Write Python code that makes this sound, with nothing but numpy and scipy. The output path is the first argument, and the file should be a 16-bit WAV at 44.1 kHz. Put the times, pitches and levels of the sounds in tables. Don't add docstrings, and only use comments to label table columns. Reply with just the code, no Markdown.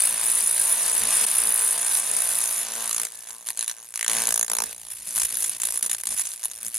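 import sys
import numpy as np
from scipy import signal
from scipy.fft import rfft, irfft, next_fast_len
from scipy.io import wavfile
from scipy.ndimage import uniform_filter1d, map_coordinates

SR = 44100
rng = np.random.default_rng(int(sys.argv[2]) if len(sys.argv) > 2 else 0)


def waveform_to_disk(signal):
    frames = np.transpose(np.atleast_2d(signal))
    scaled = np.clip(frames, -1, 1) * 32767
    samples = np.round(scaled).astype(np.int16)
    wavfile.write(sys.argv[1], SR, samples)


N = 298998


def amp(db):
    return 10 ** (np.asarray(db) / 20)


def unit(x):
    return x / np.sqrt(np.mean(x ** 2) + 1e-20)


def along(points, hz):
    point_hz, value = np.transpose(points)
    return np.interp(np.log(hz + 1), np.log(point_hz + 1), value)


def curves(rows):
    s, *columns = np.transpose(rows)
    return [np.interp(np.arange(N) / SR, s, column) for column in columns]


def wobble(rate):
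    knots = rng.standard_normal(int(N * rate / SR) + 4)
    return map_coordinates(knots, [np.arange(N) * rate / SR])


def spell(start_s, length_s, rise_s, fall_s):
    t = np.arange(N) / SR
    before = np.maximum(start_s - t, 0) / rise_s
    after = np.maximum(t - start_s - length_s, 0) / fall_s
    return np.exp(-np.minimum(before + after, 20))


def filtered(x, response):
    m = 2 * next_fast_len(N // 2 + SR // 4)
    return irfft(rfft(x, m) * response(np.fft.rfftfreq(m, 1 / SR)), m)[..., :N]


def causal(gain):
    cepstrum = irfft(np.log(np.maximum(gain, 1e-6)))
    half = len(cepstrum) // 2
    return np.exp(rfft(np.r_[cepstrum[0], 2 * cepstrum[1:half], np.zeros(half)]))


def low_cut(hz, edge_hz):
    return (1j * hz / (edge_hz + 1j * hz)) ** 2


def lift_lows(x, lift_db, edge_hz):
    lows = filtered(x, lambda hz: 1 / (1 + (hz / edge_hz) ** 4))
    return x + (amp(lift_db) - 1) * lows


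SWEEP_HZ = 57.32
# start in seconds, phase in cycles.
SWEEP_PHASE = [(0, .245), (1.26, .42), (4.652, .08)]


def sweep_angle():
    t = np.arange(N) / SR
    start_s, phase = np.transpose(SWEEP_PHASE)
    row = np.searchsorted(start_s, t, side="right") - 1
    return 2 * np.pi * (SWEEP_HZ * t - phase[row])


def per_sweep(x):
    sweep = round(SR / SWEEP_HZ)
    power = uniform_filter1d(x ** 2, sweep)
    return x / np.sqrt(np.abs(uniform_filter1d(power, sweep)) + 1e-12)


def surface(repeat):
    hz = np.fft.rfftfreq(N, 1 / SR)
    r = np.clip(along(repeat, hz), 0, .985)
    comb = np.sqrt(1 - r ** 2) / (1 - r * np.exp(-2j * np.pi * hz / SWEEP_HZ))
    return unit(irfft(rfft(rng.standard_normal(N)) * comb, N))


def spurts(rate, size_db, life_ms):
    sizes = amp(2 * size_db * np.clip(rng.standard_normal(N), -2, 2))
    flares = (rng.random(N) < rate / SR) * sizes
    power = signal.lfilter([1], [1, -np.exp(-1000 / (life_ms * SR))], flares)
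    return unit(np.sqrt(power))


# time in seconds, hiss in dB, whine in dB before COAT_WHINE_TRIM_DB.
COAT_LEVELS = [(0.0, -33, -19.5), (0.19, -34, -30), (0.25, -34.5, -22), (0.53, -35.5, -24.5),
               (1.0, -32.5, -20.5), (1.01, -31, -27.5), (1.23, -29.5, -19), (1.3, -32.5, -24.5),
               (1.73, -37, -23), (1.77, -35.5, -29.5), (1.99, -35, -20.5), (2.02, -37.5, -31.5),
               (2.17, -36, -23.5), (2.62, -36.5, -28), (2.68, -38.5, -49), (2.75, -39, -33.5),
               (3.03, -37, -31), (3.05, -40, -28.5)]
# time in seconds, hiss in dB.
FILM_LEVELS = [(3.1, -47.5), (3.42, -53.5), (3.9, -53), (4.85, -50), (5.05, -47), (6.0, -48), (6.75, -48)]
# start in seconds, length in seconds, hiss in dB,
# whine over the hiss in dB, lift of the lows in dB.
PATCH_FLARES = [(3.143, 0.1, -59.5, 15, 5), (3.274, 0.086, -55, 14.5, 10), (3.463, 0.047, -39.5, 7, -12),
                (3.58, 0.068, -40, -3, -16), (3.675, 0.044, -39, 6, -14), (3.953, 0.099, -44.5, 6, -14),
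                (4.081, 0.17, -32.5, 3.5, 11), (4.27, 0.16, -37, 10.5, 7), (4.445, 0.033, -46.5, 12, 0),
                (4.499, 0.16, -37, 10, 5), (4.654, 0.076, -41.5, 3.5, 3), (4.906, 0.024, -41, 8.5, -6),
                (5.067, 0.076, -41, 9, 14), (5.152, 0.11, -34, 10.5, 7), (5.278, 0.061, -39, 5.5, 11),
                (5.344, 0.17, -40, 11, 8), (5.514, 0.051, -39.5, -1, 10), (5.606, 0.081, -37, 9.5, 6),
                (5.697, 0.093, -41.5, 13, 5), (5.823, 0.05, -36.5, 10.5, 7), (5.897, 0.043, -36.5, 9, 5),
                (5.977, 0.034, -44, 6.5, -2), (6.056, 0.088, -39.5, 9.5, 12), (6.166, 0.056, -38.5, 10, -1),
                (6.236, 0.072, -43, 10.5, 0), (6.435, 0.02, -42, 12.5, -7), (6.616, 0.067, -45.5, 14, 16),
                (6.739, 0.052, -38.5, 11.5, -2)]
COAT_END_S, COAT_WHINE_TRIM_DB = 3.062, 1
COAT_THRUM_DB, COAT_THRUM_DB_PER_HISS_DB = -3.5, 0.58
FILM_WHINE_OVER_HISS_DB, FILM_THRUM_DB = 7.5, 5
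FLARE_RISE_S, FLARE_FALL_S = 0.0034, 0.0054
COAT_BODY_DB, BARE_BODY_DB = 1, -4.5


def burning():
    coat = spell(0, COAT_END_S, FLARE_RISE_S, FLARE_FALL_S)
    coat_hiss, coat_whine = curves(COAT_LEVELS)
    coat_over = coat_whine + COAT_WHINE_TRIM_DB - coat_hiss
    coat_thrum = COAT_THRUM_DB + COAT_THRUM_DB_PER_HISS_DB * (coat_hiss - coat_hiss.mean())
    fuels = [(coat * amp(coat_hiss), coat_over, coat_thrum),
             (amp(curves(FILM_LEVELS)[0]), FILM_WHINE_OVER_HISS_DB, FILM_THRUM_DB)]
    for start_s, length_s, hiss_db, over_db, lift_db in PATCH_FLARES:
        flare = spell(start_s, length_s, FLARE_RISE_S, FLARE_FALL_S)
        fuels.append((amp(hiss_db) * flare, over_db, lift_db))
    hiss = sum(gain ** 2 for gain, over, lift in fuels)
    whine = sum((gain * amp(over)) ** 2 for gain, over, lift in fuels)
    thrum_db = sum(gain ** 2 * lift for gain, over, lift in fuels) / hiss
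    body_db = coat * COAT_BODY_DB + (1 - coat) * BARE_BODY_DB
    return 10 * np.log10(hiss), 10 * np.log10(whine), body_db, thrum_db


WHINE_SPLIT_HZ = 9600


def drift(whine, swing_db, rate):
    lower = filtered(whine, lambda hz: 1 / (1 + (hz / WHINE_SPLIT_HZ) ** 40))
    tilt_db = swing_db * wobble(rate)
    return unit(lower * amp(tilt_db) + (whine - lower) * amp(-tilt_db))


def coloured(x, spectrum):
    return unit(filtered(x, lambda hz: causal(amp(along(spectrum, hz)))))


# time in seconds, then lean to the first end, to both ends and
# to the outward stroke in dB before scaling by hiss_lean or whine_lean.
DEPOSIT_LEAN = [(0.08, 14.5, -2, -1), (0.27, 3, 5, -2), (0.47, 12.5, -6, 8), (0.7, 2, 1, 0),
                (0.87, 2, -6, 5), (1.02, 19, -8, 7), (1.18, 3, -4, -2), (1.35, 9, 0, 4), (1.58, 11, 1, 0.5),
                (1.78, -6, -3, -2), (2.0, 0, -5, 4), (2.2, 11.5, -4, -5), (2.45, -5, 6, 5),
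                (2.7, -5.0, -7, 2), (3.0, -20, 15, -2), (3.25, -14, 13, 27), (3.5, -4, 27, 8),
                (3.85, 2, 25, 6), (4.0, -19, 15, -2), (4.2, -5, 3, 5), (4.34, -42, 15, 7),
                (4.55, -56, 19, 11), (4.64, -51, 17, 10), (4.67, -3, 12, -6), (4.75, 20, 14, -5),
                (4.95, 13, 3, -14), (5.1, -10, -13, -6), (5.22, 28, -7, 6), (5.37, 11, -10, -1),
                (5.5, 13, 5, 3.0), (5.65, 21, 15, 4), (5.9, 20.5, 0, -1), (6.08, 22, 0, 4),
                (6.22, -7, -1, 5), (6.4, -11, 21, -10), (6.6, 4, 34, -19)]
# time in seconds, thick share 0-1.
THICK_SHARE = [(0, 0.76), (1, 0.64), (1.2, 0.58), (1.5, 0.73), (2.4, 0.47), (2.8, 0.14), (4.6, 0.38),
               (5.2, 0.23), (6.78, 0.24)]
# frequency in Hz, likeness 0-1.
SIZZLE_LIKENESS = [(300, 0.65), (1500, 0.41), (4000, 0.05), (10000, 0)]
# frequency in Hz, relative level in dB per Hz.
HISS_SPECTRUM = [(40, -31), (170, -8), (380, -11), (560, -2), (780, -4), (980, -1), (1700, 0.5),
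                 (2700, 0.5), (3700, 1), (4800, -1), (6500, 1), (8000, -5.5), (11000, 4.5), (16000, -49)]
# frequency in Hz, relative level in dB per Hz.
THICK_WHINE_SPECTRUM = [(5500, -46), (7400, -11.5), (8300, -2), (9100, -1), (9700, 6.5), (10200, 2),
                        (10900, -14), (12000, -9), (13500, -17), (16000, -25.5)]
# frequency in Hz, relative level in dB per Hz.
THIN_WHINE_SPECTRUM = [(3500, -41.5), (5200, -14), (6400, -8), (7400, -6), (8800, -3), (9400, -2.5),
                       (10000, 3), (10700, -2.5), (11700, -3.5), (13500, -19.5), (16000, -28.5)]
THIN_FLAKES_PER_S, EXTRA_THICK_FLAKES_PER_S = 480, 1200
THIN_SIZE_DB, THICK_SIZE_DB = 2.5, 0.1


def sizzle(angle, hiss_level, whine_level, flutter_db, swell_db, hiss_lean, whine_lean, hiss_db, whine_db):
    one_end, both_ends, outward = curves(DEPOSIT_LEAN)
    deposit = one_end * np.cos(angle) + both_ends * np.cos(2 * angle) + outward * np.sin(angle)
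    thick = np.clip(curves(THICK_SHARE)[0], 0, 1)
    rate = THIN_FLAKES_PER_S + EXTRA_THICK_FLAKES_PER_S * thick
    size_db = THICK_SIZE_DB * thick + THIN_SIZE_DB * (1 - thick)
    flakes = spurts(rate, size_db, life_ms=0.4) * amp(flutter_db * wobble(170))
    hiss_envelope = (flakes + 0.25 + 1.6 * thick) * amp(hiss_lean * deposit)
    hiss = coloured(per_sweep(surface(SIZZLE_LIKENESS) * hiss_envelope), HISS_SPECTRUM)
    throb_db = whine_lean * (1 + 0.5 * thick) * deposit + 1.9 * wobble(300)
    whine = per_sweep(surface(SIZZLE_LIKENESS) * (flakes + 0.2) * amp(throb_db))
    thick_whine = thick * coloured(whine, THICK_WHINE_SPECTRUM)
    thin_whine = (1 - thick) * coloured(whine, THIN_WHINE_SPECTRUM)
    whine = drift(thick_whine + thin_whine, swing_db=1.13, rate=22)
    burn = amp(hiss_level + hiss_db) * hiss + amp(whine_level + whine_db) * whine
    return amp(swell_db * wobble(30)) * burn


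# start in seconds, length in seconds, end 1 or 2,
# level in dB before gain_db, relative push of vapour against the crackle in dB.
SNAP_SPELLS = [(0, 2.88, 1, -44, 10.5), (0, 3, 2, -36.5, 3.5), (2.78, 0.062, 1, -52, 6),
               (2.901, 0.17, 2, -34, -11), (3.095, 0.76, 1, -53.5, 7.5), (3.12, 0.15, 2, -58, -1),
               (3.286, 0.1, 2, -48.5, 3), (3.724, 0.2, 2, -50.5, -3), (3.483, 0.024, 2, -33.5, -8),
               (3.579, 0.047, 2, -30, -6), (3.673, 0.035, 2, -31, -25), (3.95, 0.052, 2, -35, -10),
               (4.007, 0.058, 2, -29.5, -10), (4.088, .21, 2, -30, 3.5), (4.089, 0.2, 1, -36.5, 8.5),
               (4.31, 0.13, 2, -27, 0.5), (4.491, 0.041, 2, -28.5, 4), (4.544, 0.02, 2, -31.5, 3),
               (4.586, 0.051, 2, -28.5, 3.5), (4.656, 0.28, 1, -49.5, 8), (5.18, 0.4, 1, -49, 3),
               (5.596, 0.35, 1, -42.5, -0.5), (6.035, 0.19, 1, -51, -6), (6.434, 0.022, 1, -33.5, -20),
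               (6.485, 0.16, 2, -47, 3.5), (6.647, 0.026, 1, -39.5, -2)]
SNAP_EDGE_S = 0.0079


def snapping(which):
    runs = [(amp(db) * spell(start_s, length_s, SNAP_EDGE_S, SNAP_EDGE_S), push_db)
            for start_s, length_s, end, db, push_db in SNAP_SPELLS if round(end) == which]
    strength = sum(gain for gain, push_db in runs)
    return strength, sum(gain * push_db for gain, push_db in runs) / strength


# time in seconds, spacing in ms, later crack in dB.
CRACK_PAIRS = [(2.85, 0.84, -24), (2.93, 0.65, 0), (3.0, 0.96, -3), (3.04, 0.56, 3), (3.5, 0.43, -12),
               (3.59, 0.96, -4), (3.61, 1, -3), (3.635, 0.58, -9), (3.7, .55, -3), (3.96, 0.32, -18),
               (4.03, 0.43, -9), (4.07, 0.73, 0), (4.11, 0.66, -18), (4.35, 0.74, -22), (4.45, 0.69, -15),
               (4.55, 0.74, -22), (4.64, 0.71, -17)]


def doubled(x):
    n = np.arange(N)
    spacing_ms, second_db = curves(CRACK_PAIRS)
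    second = amp(second_db)
    later = np.interp(n - spacing_ms * SR / 1000, n, x)
    return (x + second * later) / np.hypot(1, second)


WALL_MS, WALL_SWING_MS, WALL_KNOTS_PER_S, WALL_DB = 0.99, 0.206, 14, -13.5


def wall(x):
    n = np.arange(N)
    delay_ms = WALL_MS + WALL_SWING_MS * wobble(WALL_KNOTS_PER_S)
    return x + amp(WALL_DB) * np.interp(n - delay_ms * SR / 1000, n, x)


# frequency in Hz, relative level in dB per Hz.
SNAP_SPECTRUM = [(30, -19), (115, -15), (230, -8.5), (370, -13.5), (470, 0), (780, 1), (950, 4), (1250, 1),
                 (1600, 6), (2500, -1), (4000, 5.5), (5000, -0.5), (6600, 13.5), (8600, 4.5), (13000, -6),
                 (16000, -23)]
# centre in Hz, width in Hz, height in dB.
SNAP_RING = (10160, 1170, 16)


def snap_colour(hz):
    centre_hz, width_hz, ring_db = SNAP_RING
    ring = amp(ring_db) / (1 + (2 * (hz - centre_hz) / width_hz) ** 2)
    return causal(amp(along(SNAP_SPECTRUM, hz)) + ring)


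# frequency in Hz, likeness 0-1 (capped just below 1).
SNAP_LIKENESS = [(300, 1), (1500, 0.89), (4000, 0.78), (10000, 0.41)]
CRACKLE_LOW_HZ = 360


def snaps(angle, which, rise_ms, dwell_ms, scatter_db, gain_db):
    strength, push_db = snapping(which)
    ms_from_turn = ((angle + np.pi) % (2 * np.pi) - np.pi) / (2 * np.pi * SWEEP_HZ) * 1000
    dwell = np.exp(-np.abs(ms_from_turn) / np.where(ms_from_turn < 0, rise_ms, dwell_ms))
    crackle = per_sweep(surface(SNAP_LIKENESS) * dwell)
    if which == 2:
        crackle = doubled(crackle)
    crackle = filtered(crackle, lambda hz: low_cut(hz, CRACKLE_LOW_HZ))
    at_turn = (ms_from_turn[:-1] < 0) & (ms_from_turn[1:] >= 0)
    turns = np.r_[0, at_turn] * np.sqrt(SR / SWEEP_HZ)
    puff = 1.4 * filtered(turns, lambda hz: 1 / (1 + 1j * hz / 1300) ** 2)
    burst = wall(crackle + amp(push_db + 1.2 * wobble(40)) * puff)
    return unit(filtered(burst, snap_colour)) * strength * amp(gain_db + scatter_db * wobble(50))


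# start in seconds, level in dB before gain_db, life in ms.
SINGLE_CRACKS = [(3.273, -21, .3), (3.288, -22, .56), (3.307, -17, 0.21), (3.487, -14.5, 0.5),
                 (3.504, -16, .36), (3.574, -18, .4), (3.609, -19, .37), (3.644, -13, 0.27),
                 (3.679, -11, 0.29), (3.713, -11.5, .4), (3.94, -17.5, 0.27), (3.958, -11.5, 0.28),
                 (4.063, -12, 0.71), (4.08, -3.5, 0.58), (4.097, -5, 1.4), (4.271, -9, 0.63),
                 (4.323, -7.5, .32), (4.481, -11.5, .5), (5.179, -6.5, .72), (5.198, -7, 2),
                 (5.217, -7.5, 2.3), (5.354, -13, .8), (5.371, -14.5, .8), (5.406, -14, .6),
                 (5.424, -10.5, .8), (5.442, -6, 3.4), (5.495, -16, 1.1), (5.6, -14, .5), (5.634, -7, 2),
                 (5.652, -10, 2), (5.687, -11.5, 0.81), (5.768, -18, .3), (5.775, -17, 0.27),
                 (5.828, -10, 1), (5.896, -11, 2.7), (5.914, -6.5, 3.1), (5.948, -10, 1.4),
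                 (6.011, -19, .3), (6.036, -13, 0.7), (6.055, -16, 1.2), (6.07, -7.5, 2.1),
                 (6.176, -16, 1.3), (6.186, -14, .3), (6.195, -7.5, 1.9), (6.212, -12, 0.8),
                 (6.254, -15.5, 2.2), (6.271, -14, .5), (6.318, -18, .25), (6.337, -17, 0.33),
                 (6.431, -17, .5), (6.456, -10.5, .3), (6.514, -18, 0.48)]
SINGLE_CRACK_LOW_HZ = 720
SPLUTTER_BURSTS_PER_S, SPLUTTER_SIZE_DB, SPLUTTER_LIFE_MS = 2700, 1, 0.24


def single_cracks(gain_db):
    cracks = np.zeros(N)
    ms = np.arange(SR // 100) / SR * 1000
    envelope = spurts(SPLUTTER_BURSTS_PER_S, SPLUTTER_SIZE_DB, SPLUTTER_LIFE_MS)
    splutter = rng.standard_normal(N) * envelope
    for start_s, db, life_ms in SINGLE_CRACKS:
        first = round(start_s * SR)
        crack = splutter[first:][:len(ms)] * np.exp(-ms / life_ms)
        cracks[first:][:len(ms)] += amp(db + gain_db) * crack / np.linalg.norm(crack)
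    return filtered(cracks, lambda hz: snap_colour(hz) * low_cut(hz, SINGLE_CRACK_LOW_HZ))


# start in seconds, end in seconds, level in dB.
LEVEL_DIPS = [(1.253, 1.264, -15), (3.925, 3.936, -14), (5.583, 5.585, -3), (5.812, 5.824, -4),
              (5.88, 5.889, -5), (6.019, 6.027, -18), (6.044, 6.05, -10)]


def brief_dips():
    t = np.arange(N) / SR
    dip_db = sum(db * ((t > start_s) & (t < end_s)) * 1. for start_s, end_s, db in LEVEL_DIPS)
    return amp(uniform_filter1d(dip_db, 65))


# start in seconds, length in seconds, centre in Hz, lift in dB.
RECESSES = [(2.8, 0.065, 1130, 5), (2.892, .055, 1540, -1), (3.287, 0.12, 1050, 5.5),
            (3.44, 0.07, 960, 5.5), (3.76, 0.16, 1550, 4), (4.007, 0.043, 1970, 6),
            (4.105, 0.21, 1730, 1.5), (4.576, 0.045, 900, 6)]
RECESS_Q = 5.7


def pockets(x):
    for start_s, length_s, centre_hz, db in RECESSES:
        width_hz = centre_hz / RECESS_Q
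        band = lambda hz: 1j * hz * width_hz / (centre_hz ** 2 - hz ** 2 + 1j * hz * width_hz)
        inside = spell(start_s, length_s, SNAP_EDGE_S, SNAP_EDGE_S)
        x = x + (amp(db) - 1) * filtered(x * inside, band)
    return x


# frequency in Hz, phase in radians.
PORT_LEAD = [(800, 0.14), (3000, 0.1), (3800, -0.67), (4900, -0.34), (5800, -1.4), (7400, -1.11),
             (7900, -0.87), (11000, 0.35), (16000, -2.1)]


def ports(x):
    return filtered(x, lambda hz: np.exp(.5j * np.outer([1, -1], along(PORT_LEAD, hz))))


# frequency in Hz, gain in dB.
CASTING_SCATTER = [(400, -20), (1200, -16), (2800, -13), (5000, -4), (10000, -3.5)]


def casting(x, t60_s):
    t = np.arange(SR // 50) / SR
    echoes = rng.standard_normal((2, 3, len(t))) * amp(-60 * t / t60_s)
    echoes /= np.linalg.norm(echoes, axis=-1, keepdims=True)
    treble = filtered(x, lambda hz: amp(along(CASTING_SCATTER, hz)))
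    paths = signal.oaconvolve(treble[None, None], echoes, axes=-1)[..., :N]
    shares = np.array([wobble(70) for path in range(3)])
    return np.sum(paths * shares / np.linalg.norm(shares, axis=0), axis=1)


WIDTH_DB, WIDTH_SWING_DB, WIDTH_KNOTS_PER_S = -6, 10.5, 9


def widen(pair):
    treble = filtered(pair, lambda hz: 1 - 1 / (1 + (hz / 7900) ** 20))
    mid, side = treble.mean(axis=0), (treble[0] - treble[1]) / 2
    width = amp(np.clip(WIDTH_DB + WIDTH_SWING_DB * wobble(WIDTH_KNOTS_PER_S), -12, 6))
    even = np.sqrt(1.0 / (1 + 0.45 * width ** 2))
    return pair - treble + even * (mid + np.outer([1, -1], width * side))


# frequency in Hz, t60 in seconds.
ROOM_DECAY = [(200, 0.14), (2000, 0.06), (10000, 0.039)]


def workshop(x):
    hz, t, z = signal.stft(rng.standard_normal((2, SR // 3)), SR, nperseg=256)
    decay = amp(-60 * t / along(ROOM_DECAY, hz)[:, None])
    tail = signal.istft(z * decay, SR, nperseg=256)[1]
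    return signal.fftconvolve(x[None], tail / np.linalg.norm(tail[0]), axes=1)[:, :N]


NOTE_START_S, NOTE_LENGTH_S, NOTE_EDGE_S, NOTE_HZ, NOTE_DB = 3.15, 0.095, 0.025, 1720, -65


def note():
    phase = 2 * np.pi * NOTE_HZ * np.arange(N) / SR + 0.9 * wobble(110)
    swell = spell(NOTE_START_S, NOTE_LENGTH_S, NOTE_EDGE_S, NOTE_EDGE_S)
    return amp(NOTE_DB) * swell * unit(np.sin(phase))


# start in seconds, length in seconds, level in dB.
AIR_PUFFS = [(0.998, 0.034, -53), (4.107, 0.06, -61), (4.614, 0.46, -65.5), (5.193, 0.07, -57),
             (5.637, .05, -60), (5.923, 0.065, -67)]
# frequency in Hz, relative level in dB per Hz.
AIR_SPECTRUM = [(20, -25), (40, -4), (65, -0.5), (110, -8.5), (170, -9), (300, -19), (800, -50)]
PUFF_RISE_S, PUFF_FALL_S = 0.005, 0.015
PLUME_DB = -33.5


def draught(burn_level, swing_db):
    noise = rng.standard_normal(N) + 0.092 * rng.standard_normal((2, N))
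    rumble = unit(filtered(noise, lambda hz: amp(along(AIR_SPECTRUM, hz))))
    puffs = sum(amp(db) * spell(start_s, length_s, PUFF_RISE_S, PUFF_FALL_S)
                for start_s, length_s, db in AIR_PUFFS)
    plume = amp(burn_level + PLUME_DB + swing_db * wobble(8.9))
    return np.hypot(plume, puffs) * rumble


# frequency in Hz, relative level in dB per Hz.
FLOOR_SPECTRUM = [(20, -26), (55, -14), (120, -11), (300, -16), (700, -8), (2000, -27), (8000, -33),
                  (16000, -19)]


def background(level_db):
    noise = rng.standard_normal(N) + 0.41 * rng.standard_normal((2, N))
    rush = unit(filtered(noise, lambda hz: amp(along(FLOOR_SPECTRUM, hz))))
    return amp(level_db + 1.7 * wobble(3.62)) * rush


THRUM_FLUTTER_DB, THRUM_FLUTTER_KNOTS_PER_S = 2.5, 45
PLUME_DB_PER_THRUM_DB = 0.35


def scene():
    angle = sweep_angle()
    hiss_level, whine_level, body_db, thrum_db = burning()
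    thrum_db = thrum_db + THRUM_FLUTTER_DB * wobble(THRUM_FLUTTER_KNOTS_PER_S)
    laser = sizzle(angle, hiss_level, whine_level, flutter_db=1.6, swell_db=0.77,
                   hiss_lean=0.27, whine_lean=0.35, hiss_db=-0.26, whine_db=-0.5)
    laser = lift_lows(laser, body_db, edge_hz=1900)
    laser = laser + single_cracks(gain_db=2.0)
    laser = lift_lows(laser, thrum_db, edge_hz=480)
    laser = laser + snaps(angle, 1, rise_ms=0.22, dwell_ms=0.29, scatter_db=1.5, gain_db=1.0)
    laser = laser + snaps(angle - np.pi, 2, rise_ms=0.46, dwell_ms=0.37, scatter_db=1.0, gain_db=0.5)
    laser = pockets(laser * brief_dips())
    near = widen(ports(laser) + casting(laser, t60_s=0.025))
    air = draught(hiss_level + PLUME_DB_PER_THRUM_DB * thrum_db, swing_db=4.5)
    return near + amp(-12.5) * workshop(laser) + note() + air + background(level_db=-67.0)


TOP_HZ = 15900
LAG_MS, LAG_EDGE_HZ = 10.5, 177


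def record(dry):
    lag = lambda hz: 2 * np.pi * LAG_MS / 1000 * LAG_EDGE_HZ * np.arctan(hz / LAG_EDGE_HZ)
    return filtered(dry, lambda hz: np.exp(-1j * lag(hz)) * (hz < TOP_HZ))


dry = scene()
out = record(dry)
waveform_to_disk(out)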